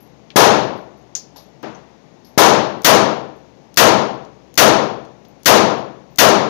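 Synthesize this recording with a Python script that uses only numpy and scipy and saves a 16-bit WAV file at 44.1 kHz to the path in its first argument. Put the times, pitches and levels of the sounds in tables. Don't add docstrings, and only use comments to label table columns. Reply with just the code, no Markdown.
import sys
import numpy as np
from scipy import signal
from scipy.io import wavfile

SR = 44100
rng = np.random.default_rng(int(sys.argv[2]) if len(sys.argv) > 2 else 0)


def to_wav(s):
    ch = np.atleast_2d(s).T
    pcm = np.round(np.clip(ch, -1, 1) * 32767)
    wavfile.write(sys.argv[1], SR, pcm.astype(np.int16))


def gain_from_db(level_db):
    decades = np.asarray(level_db, float) / 20
    return 10 ** decades


N = 286209


def at_hz(points, hz, column=1):
    table = np.array(points)
    return np.interp(np.log(hz), np.log(table[:, 0]), table[:, column])


def add(out, start_s, sound):
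    i = int(start_s * SR)
    out[i:i + len(sound)] += sound[:len(out) - i]


def dying(t60, rise, seconds, bend=1):
    t = np.arange(int(seconds * SR)) / SR
    return (1 - np.exp(-t / max(rise, 1e-4))) * gain_from_db(-60 * (t / t60) ** bend)


def narrow(white, low_hz, high_hz):
    edges = np.clip([low_hz, high_hz], 50, 19000)
    x = signal.sosfilt(signal.butter(1, edges, "band", fs=SR, output="sos"), white)
    return x / x.std()


def narrow_twice(white, low_hz, high_hz):
    return narrow(narrow(white, low_hz, high_hz), low_hz, high_hz)


def bands(length):
    edges = 28 * 2 ** np.arange(0, 9.4, 1 / 3)
    settle = 4000
    white = rng.standard_normal((2, length + settle))
    for k, (low, high) in enumerate(zip(edges, edges[1:])):
        band = signal.butter(2, [low, high], "band", fs=SR, output="sos")
        yield np.sqrt(low * high), signal.sosfilt(band, white[k % 2])[settle:]


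# pitch_hz [Hz], level_db [dB per Hz]
AIR_COLOUR = [(78, -39), (115, -0.5), (850, -10.5), (1400, -24), (2000, -21.5), (2800, -25), (6500, -28.5),
              (16000, -47)]


def ventilation():
    air_db, hum_db = -45.5, -49
    hum_hz, half_width_hz, waver_depth = 67.2, 5, .35
    air = sum(gain_from_db(at_hz(AIR_COLOUR, hz)) * noise for hz, noise in bands(N))
    waver = narrow_twice(rng.standard_normal(N), hum_hz - half_width_hz, hum_hz + half_width_hz)
    hum = np.sin(2 * np.pi * hum_hz * np.arange(N) / SR) + waver_depth * waver
    return gain_from_db(air_db) * air / air.std() + gain_from_db(hum_db) * hum


# start_s [s], level_db [dB]
BRASS_RINGS = [(0.001, -38.5), (0.62, -52), (0.761, -51), (0.974, -59), (1.361, -35.5), (2.247, -42.5),
               (2.785, -56.5), (3.36, -59.5)]


def brass():
    ring_hz, half_width_hz, t60_s = 11650, 150, .26
    out, t = np.zeros(N), np.arange(SR // 2) / SR
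    for start_s, level_db in BRASS_RINGS:
        ring = narrow(rng.standard_normal(SR // 2), ring_hz - half_width_hz, ring_hz + half_width_hz)
        ring = narrow(ring, ring_hz - half_width_hz / 2, ring_hz + half_width_hz / 2)
        add(out, start_s, gain_from_db(level_db - 60 * t / t60_s) * ring)
    return out


def add_tick(out, start_s, level_db, pitch_hz, octaves, t60_s):
    t = np.arange(SR // 2) / SR
    snap = 1 + 2.2 * np.exp(-t / 0.00053)
    low_hz, high_hz = pitch_hz * 2 ** (-.7 * octaves), pitch_hz * 2 ** (.7 * octaves)
    noise = narrow_twice(rng.standard_normal(SR // 2), low_hz, high_hz)
    add(out, start_s, gain_from_db(level_db - 60 * t / t60_s) * snap * noise)


# start_s [s], level_db [dB], pitch_hz [Hz], width [octaves], t60_s [s]
HITS = [(0.304, -37, 2900, 0.9, .09), (1.1512, -33, 3000, 8, 0.19), (1.1518, -17, 6500, 0.33, 0.13),
        (1.156, -30, 5600, 0.45, 0.31), (1.359, -39.5, 670, 0.83, 0.25), (1.361, -40.5, 4560, 0.73, 0.34),
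        (1.378, -43, 4400, 0.43, 0.11), (1.6293, -33, 6000, 3.0, 0.01), (1.7477, -45.5, 6100, 0.2, .12),
        (2.247, -49.5, 4860, 0.41, 0.36)]


def knocks():
    out = np.zeros(N)
    for row in HITS:
        add_tick(out, *row)
    return out


# start_s [s], strength_db [dB], lane [0 a neighbour's, 1 the revolver's]
GUNSHOTS = [
    (0.3588, .4, 0.),
    (2.3759, .1, 0.),
    (2.846, -.1, 1.),
    (3.772, .1, 1.),
    (4.576, .1, 1.),
    (5.4577, .2, 1.),
    (6.1851, -.2, 1.),
]
# blast_db [dB], early_db (first reflections) [dB], tail_db (hall) [dB],
# brightness [dB per octave], rise_s of the reflections [s]
LANE_SOUND = [
    (15, 6, 7.5, 1.7, .004),
    (10, 24.5, 7, 1.66, .0012),
]
# pitch_hz [Hz], level_db [dB per Hz]
EARLY_COLOUR = [(100, -19), (300, -9.5), (700, -24), (1500, -2.5), (3000, -9.5), (6000, -11), (11000, -8.5),
                (16000, -12)]
# pitch_hz [Hz], level_db [dB per Hz]
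TAIL_COLOUR = [(40, -30), (85, -7.5), (500, .5), (1150, -4), (2100, -16), (6500, -19), (11000, -14.5),
               (16000, -27)]
# pitch_hz [Hz], t60_s [s], rise_s [s]
HALL_DECAY = [(60, 0.87, 0.015), (188, 0.76, 0.044), (565, 0.73, 0.0078), (1440, 0.62, 0.007),
              (4030, 0.65, 0.0075)]
# delay_s [s], level_db [dB]
FAR_SLAPS = [(.103, -28), (.262, -62)]
# pitch_hz [Hz], level_db [dB], t60_s [s], swell_s [s]
BOOTH_TONES = [(141.8, -20.5, 0.92, 0.066), (203.2, -7, 0.51, 0.094), (214.5, -7.5, 0.53, 0.12),
               (326, -14.5, .55, 0.088), (338, -15.5, .55, 0.12), (494, -13.5, .6, 0.066),
               (649, -4.5, 0.34, 0.021)]


def gunfire():
    blast_s, early_t60_s, slap_t60_s, bend = 0.0025, 0.11, .04, 1.179
    crack, crack_s = .5, .014
    air_loss_hz = 7530
    same_paths = .9
    out, hall, span = np.zeros(N), np.zeros(N), 3 * SR // 2
    seconds, t = span / SR, np.arange(span) / SR
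    shots = [(start_s, db, round(lane)) for start_s, db, lane in GUNSHOTS]

    bursts = []
    for *rest, rise_s in LANE_SOUND:
        burst = dying(early_t60_s, rise_s, seconds) * (1 + crack * np.exp(-t / crack_s))
        for delay_s, slap_db in FAR_SLAPS:
            add(burst, delay_s, gain_from_db(slap_db) * dying(slap_t60_s, 0.0017, seconds=.2))
        bursts.append(burst)

    for hz, noise in bands(N + 3 * span):
        t60_s = 1 / (1 / at_hz(HALL_DECAY, hz) + (hz / air_loss_hz) ** 2)
        swell_s = at_hz(HALL_DECAY, hz, column=2)
        tail = gain_from_db(10.5 + at_hz(TAIL_COLOUR, hz)) * dying(t60_s, swell_s, seconds, bend)
        for start_s, db, lane in shots:
            blast_db, early_db, tail_db, tilt_db, rise_s = LANE_SOUND[lane]
            shared = noise[N + span * (1 + lane):][:span]
            own = noise[int(start_s * SR):][:span]
            paths = same_paths * shared + np.sqrt(1 - same_paths ** 2) * own
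            paths = paths * gain_from_db(db + tilt_db * np.log2(hz / 1000))
            add(out, start_s, gain_from_db(early_db + at_hz(EARLY_COLOUR, hz)) * bursts[lane] * paths)
            add(hall, start_s, gain_from_db(tail_db) * tail * paths)

    phase = np.arange(int(blast_s * SR)) / (blast_s * SR)
    pulse = np.sin(2 * np.pi * phase ** 0.59) * (0.035 + phase)
    booth = np.zeros(span)
    for hz, db, t60_s, swell_s in BOOTH_TONES:
        booth += gain_from_db(db) * np.sin(2 * np.pi * hz * t) * dying(t60_s, swell_s, seconds, bend)
    for start_s, db, lane in shots:
        add(out, start_s, gain_from_db(db + LANE_SOUND[lane][0]) * pulse)
        add(hall, start_s, lane * gain_from_db(db) * booth)
    return out, hall


def next_door():
    start_s, level_db, leak_db = 1.6292, -26.5, -19
    white, out = rng.standard_normal(SR), np.zeros(N)
    body = narrow_twice(white, 117, 1275)
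    fade = dying(0.64, 0.0024, seconds=1) + 0.21 * dying(0.19, .002, seconds=1)
    add(out, start_s, gain_from_db(level_db) * body * fade)
    leak = narrow(narrow(white, 1100, 4200), 1100, 5200)
    add(out, start_s, gain_from_db(level_db + leak_db) * leak * dying(0.5, .001, seconds=1))
    return out


# lock_s (cylinder locks) [s], slip_s (hammer slips) [s], level_db [dB]
TRIGGER_PULLS = [
    (2.8198, 2.835, -35),
    (3.7426, 3.7617, -36),
    (4.5416, 4.5545, -35),
    (5.4332, 5.447, -35),
    (6.1595, 6.173, -34),
]


def trigger_pulls():
    out = np.zeros(N)
    for lock_s, slip_s, level_db in TRIGGER_PULLS:
        add_tick(out, lock_s, level_db, 8500, octaves=1.4, t60_s=.028)
        add_tick(out, slip_s, level_db, 8000, octaves=1.5, t60_s=.05)
    strike_lead_s = .0011
    for start_s, strength_db, lane in GUNSHOTS:
        if lane > .5:
            add_tick(out, start_s - strike_lead_s, -29, 3500, octaves=2.5, t60_s=.01)
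    return out


# start_s [s], level_db [dB], pitch_hz [Hz]
TRIGGER_RESETS = [(3.18, -56, 9000), (4.147, -55, 10000), (4.25, -49, 4930), (5.05, -47.5, 5500),
                  (5.25, -48, 4300)]


def trigger_resets():
    out = np.zeros(N)
    for row in TRIGGER_RESETS:
        add_tick(out, *row, octaves=1.1, t60_s=0.056)
    return out


# start_s [s], level_db [dB], pitch_hz [Hz]
PART_PINGS = [(5.2456, -62.5, 12800), (5.284, -54.5, 13500), (5.398, -60, 10650), (5.779, -50, 11300),
              (6.106, -55.5, 15000), (6.131, -58, 13200)]


def pings():
    out = np.zeros(N)
    for row in PART_PINGS:
        add_tick(out, *row, octaves=0.12, t60_s=0.14)
    return out


# pitch_hz [Hz], width_hz [Hz], gain_db [dB]
HALL_WAVES = [(121, 14, 6), (205.5, 22, 3), (318, 14, 3), (535, 6.1, -4.5), (657, 30, 1.5), (772, 32, 1.5),
              (960, 42, 2.5), (1156, 10, -1), (1350, 15, -1.5), (1535, 58, -0.5)]


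def standing(x):
    out = x.copy()
    for hz, width_hz, gain_db in HALL_WAVES:
        resonance = signal.lfilter(*signal.iirpeak(hz, hz / width_hz, fs=SR), x)
        out += (gain_from_db(gain_db) - 1) * resonance
    return out


def scene():
    blocked_air_db = -7.5
    blocked_early_db, lag_s, detour_db = 10, .001, 4
    air = ventilation()
    clicks = brass() + knocks() + trigger_pulls() + trigger_resets() + pings()
    early, tail = gunfire()
    rest = standing(tail + next_door()) + clicks

    far = rest + gain_from_db(blocked_air_db) * air
    paths = rng.standard_normal(SR // 4) * dying(.18, .002, seconds=.25)
    detours = gain_from_db(detour_db) * paths / np.linalg.norm(paths)
    far = far + signal.oaconvolve(far, detours)[:N]
    far = far + gain_from_db(blocked_early_db) * early
    late = np.concatenate([np.zeros(int(lag_s * SR)), far])[:N]
    return np.array([rest + air + early, late])


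def port(x, points):
    hz = np.linspace(0, SR / 2, 513)
    squared = signal.firwin2(1023, hz, gain_from_db(2 * at_hz(points, np.maximum(hz, 20))), fs=SR)
    return signal.oaconvolve(x, signal.minimum_phase(squared, n_fft=16384))[:N]


# pitch_hz [Hz], level_db [dB]
OPEN_COLOUR = [(20, 4.5), (5000, -0.5), (6700, 0.5), (7300, -12.5), (9000, -15), (12500, -7.5),
               (15500, -6.5), (15900, -45.5)]


def open_microphone(x):
    capsule_top, droop_hz, sub_db, limit = 0.94, 122.3, -26.5, 1.09
    x = port(capsule_top * np.tanh(x / capsule_top), OPEN_COLOUR)
    low_cut = signal.butter(2, droop_hz, "high", fs=SR, output="sos")
    x = signal.sosfilt(low_cut, x) + gain_from_db(sub_db) * x
    return x / (1 + np.abs(x / limit) ** 4) ** (1 / 4)


# pitch_hz [Hz], level_db [dB]
BLOCKED_COLOUR = [(40, -56), (340, -54.5), (1000, -47), (2300, -42), (4400, -45), (5300, -50.5),
                  (7000, -50.5), (10000, -52)]


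def blocked_microphone(x):
    cut_hz, hiss_db = 5300, -99
    x = port(x, BLOCKED_COLOUR)
    x = signal.sosfilt(signal.butter(8, cut_hz, fs=SR, output="sos"), x)
    return x + gain_from_db(hiss_db) * rng.standard_normal(N)


def band_limit(x):
    return signal.sosfilt(signal.butter(12, 15750, fs=SR, output="sos"), x)


def record(dry):
    left = open_microphone(dry[0])
    right = blocked_microphone(dry[1])
    return band_limit(np.array([left, right]))


dry = scene()
out = record(dry)
to_wav(out)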